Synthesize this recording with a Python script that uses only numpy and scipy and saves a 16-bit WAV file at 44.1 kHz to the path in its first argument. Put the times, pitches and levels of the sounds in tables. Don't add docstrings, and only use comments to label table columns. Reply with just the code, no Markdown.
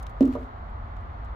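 import sys
import numpy as np
from scipy import signal
from scipy.fft import rfft, irfft
from scipy.io import wavfile

SR = 44100
rng = np.random.default_rng(int(sys.argv[2]) if len(sys.argv) > 2 else 0)


def store_wav(level_fs):
    pcm = np.round(np.clip(np.atleast_2d(level_fs), -1, 1) * 32767)
    wavfile.write(sys.argv[1], SR, pcm.T.astype(np.int16))


N = 59535
TIME = np.arange(N) / SR
FREQS = np.maximum(np.arange(N + 1) * SR / (2 * N), 1)


def from_db(db):
    return 10 ** (np.asarray(db) / 20)


def at_hz(points):
    hz, value = np.transpose(points)
    return np.interp(np.log(FREQS), np.log(hz), value)


def pan(db):
    return from_db(np.array([[.5], [-.5]]) * db)


def decay(start, t60):
    age = TIME - start
    return (age >= 0) * np.exp(-np.log(1000) * np.maximum(age, 0) / t60)


def white():
    return rng.standard_normal((2, 2 * N))


def colour(pair, spectrum_db, correlation, left_lag_s=0):
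    mid, side = rfft(pair) * from_db(spectrum_db)
    alike = np.clip(correlation, -1, 1)
    mid, side = mid * np.sqrt(1 + alike), side * np.sqrt(1 - alike)
    left = (mid + side) * np.exp(-2j * np.pi * FREQS * left_lag_s)
    stereo = irfft(np.array([left, mid - side]))[:, :N]
    return stereo / np.sqrt(np.mean(stereo ** 2))


# (frequency [Hz], relative level [dB])
RUMBLE_SPECTRUM = [(15, -18.5), (30, -12.5), (42, -5), (52, 1), (66, -5.5), (90, -6.5), (115, -16),
                   (150, -28), (300, -40)]
def rumble_and_drone():
    drone_hz, width_hz = 230.6, 16
    rumble_db = at_hz(RUMBLE_SPECTRUM) - 60 * (FREQS > 400)
    drone_db = -20 * np.log10(1 + (2 * (FREQS - drone_hz) / width_hz) ** 2)
    rumble = from_db(-36.5) * colour(white(), rumble_db, correlation=0.97)
    drone = from_db(-59) * colour(white(), drone_db, correlation=0.97)
    return rumble + drone


# (frequency [Hz], relative level [dB])
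TRAFFIC_SPECTRUM = [(100, -18), (170, 1), (235, -7), (320, -6.5), (480, -7), (700, 2), (900, 0),
                    (1200, 1.5), (1600, -9), (2050, -12.5), (2500, -23.5), (3400, -25.5), (4300, -30.5),
                    (5200, -41), (7000, -45.5), (8500, -58), (13000, -50), (16000, -53)]
# (frequency [Hz], left-right correlation [0-1])
TRAFFIC_CORRELATION = [(150, 0.99), (400, 0.9), (1000, 0.49), (2500, 0.22), (8000, 0.1)]
def far_traffic():
    wash = colour(white(), at_hz(TRAFFIC_SPECTRUM), at_hz(TRAFFIC_CORRELATION), left_lag_s=0.00039)
    return from_db(-44) * wash


# (frequency [Hz], left-right correlation [0-1])
CLOSE_CORRELATION = [(300, 0.87), (1000, 0.85), (4000, 0.29), (12000, 0.33)]
# (time [s], level [dB])
RUSTLE_LEVELS = [(0, -59), (0.03, -76.5), (0.105, -68), (0.125, -83), (0.2, -71.5), (0.212, -56.5),
                 (0.25, -61.5), (0.30, -63), (0.34, -57.5), (0.375, -66.5), (0.44, -67.5), (0.52, -86),
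                 (0.9, -87), (1.22, -90), (1.255, -76.5), (1.29, -84), (1.35, -84)]
# (frequency [Hz], relative level [dB])
RUSTLE_SPECTRUM = [(1000, 1.5), (2000, 8), (3800, 4.5), (5200, -1.5), (7300, -4), (9300, -13),
                   (12000, -6.5), (16000, -14)]
def soil_rustle():
    grains_per_s, spread_db = 7600, 2
    onsets = rng.random((2, 2 * N)) < grains_per_s / SR
    grains = onsets * white() * from_db(spread_db * np.minimum(rng.exponential(1, (2, 2 * N)), 5))
    level = from_db(np.interp(TIME, *np.transpose(RUSTLE_LEVELS)))
    return level * pan(db=5.7) * colour(grains, at_hz(RUSTLE_SPECTRUM), at_hz(CLOSE_CORRELATION))


# (time [s], level [dB], left over right [dB], treble tilt [dB/octave])
SACK_TICKS = [(0.0272, -47.5, 1, 7.5), (0.032, -51.5, 5, 2), (0.0668, -40.5, 5.5, -4.5),
              (0.097, -59.5, -1, 6), (0.110, -66, 6, -0.5), (0.2078, -46, 12, -1.5),
              (0.2104, -44.5, -1.5, -2.5), (0.228, -45, 0.5, -3.5), (0.255, -47.5, 6.5, -1),
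              (0.2765, -55.5, 5.5, 10), (0.327, -50, 2, -8), (0.337, -54, 2.5, -19), (0.353, -51, 7, -2.5),
              (0.595, -82, 6, 14), (0.7005, -71, -5, 6), (0.967, -60, 8, -4), (1.009, -66, 3, -1),
              (1.118, -72, 3, 2), (1.248, -60, 3, 0), (1.2565, -61, -1.5, -4)]
# (frequency [Hz], relative level [dB])
TICK_SPECTRUM = [(1000, -12.5), (2500, 3), (3800, 2.5), (5200, -3), (7000, -1), (9500, -11), (12500, -10.5),
                 (16000, -21.5)]
def sack_ticks():
    out = np.zeros((2, N))
    octaves = np.maximum(np.log2(FREQS / 6000), -2)
    for start, db, pan_db, tilt in SACK_TICKS:
        burst = colour(white(), at_hz(TICK_SPECTRUM) + tilt * octaves, at_hz(CLOSE_CORRELATION))
        envelope = decay(start, t60=0.011) + from_db(-20.5) * decay(start, t60=0.05)
        out += from_db(db) * pan(pan_db) * burst * envelope
    return out


def excitation(hz, high_hz, low_hz):
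    steepness = 10.3
    return 1 / np.sqrt((1 + (hz / high_hz) ** steepness) * (1 + (low_hz / hz) ** steepness))


# (time [s], ring level [dB], upper band edge [Hz], lower band edge [Hz], clatter level [dB])
POTATO_BLOWS = [(0.2078, -10.0, 678, 110, -32.5), (0.2216, -13.5, 334, 104, -59.5),
                (0.2293, -37, 900, 520, -38.5), (0.2690, -17, 333, 250.4, -46.5),
                (0.3525, -13.5, 1496, 432, -37), (0.413, -38.5, 398, 119.5, -55)]
# (frequency [Hz], relative level [dB], t60 [s], left over right [dB])
TUB_MODES = [(219, -10.5, 0.094, -4), (248.5, 1, .24, 0), (269.6, 2, 0.3, -2.5), (308.4, -17.5, 0.3, 1),
             (343, -11, 0.2, -4.5), (400.4, -19.5, .27, 5), (428, -29, 0.42, 5), (459, -16, 0.21, -4),
             (520, -28.5, .07, 9), (583.6, -18.5, 0.23, -5.5), (624.5, -22, 0.19, 3),
             (728, -28.5, 0.2, -6.5), (983, -20, 0.065, 0.5), (1198, -28.5, 0.13, 11)]
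# (frequency [Hz], relative level [dB])
CLATTER_SPECTRUM = [(150, -29.5), (300, -3.5), (550, 11), (800, -1), (1200, -5), (1700, -15.5), (3000, -21),
                    (6000, -48.5)]
def potato_in_tub():
    contact_s = 0.0012
    out = np.zeros((2, N))
    for start, ring_db, high_hz, low_hz, clatter_db in POTATO_BLOWS:
        age = np.maximum(TIME - start, 0)
        attack = np.sin(np.pi / 2 * np.minimum(age / contact_s, 1)) ** 2
        for hz, mode_db, t60, pan_db in TUB_MODES:
            polarity = -1 if 260 < hz < 500 else 1
            ring = polarity * attack * decay(start, t60) * np.sin(2 * np.pi * hz * age)
            out += excitation(hz, high_hz, low_hz) * from_db(ring_db + mode_db) * pan(pan_db) * ring
        band_db = 20 * np.log10(excitation(FREQS, high_hz, low_hz))
        clatter = colour(white(), at_hz(CLATTER_SPECTRUM) + band_db, at_hz(CLOSE_CORRELATION))
        out += from_db(clatter_db) * attack * decay(start, t60=0.19) * clatter
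    return out


def scene():
    return rumble_and_drone() + far_traffic() + soil_rustle() + sack_ticks() + potato_in_tub()


def record(dry):
    cutoff_hz = 15800
    return signal.sosfilt(signal.ellip(10, .1, 80, cutoff_hz, fs=SR, output="sos"), dry)


dry = scene()
out = record(dry)
store_wav(out)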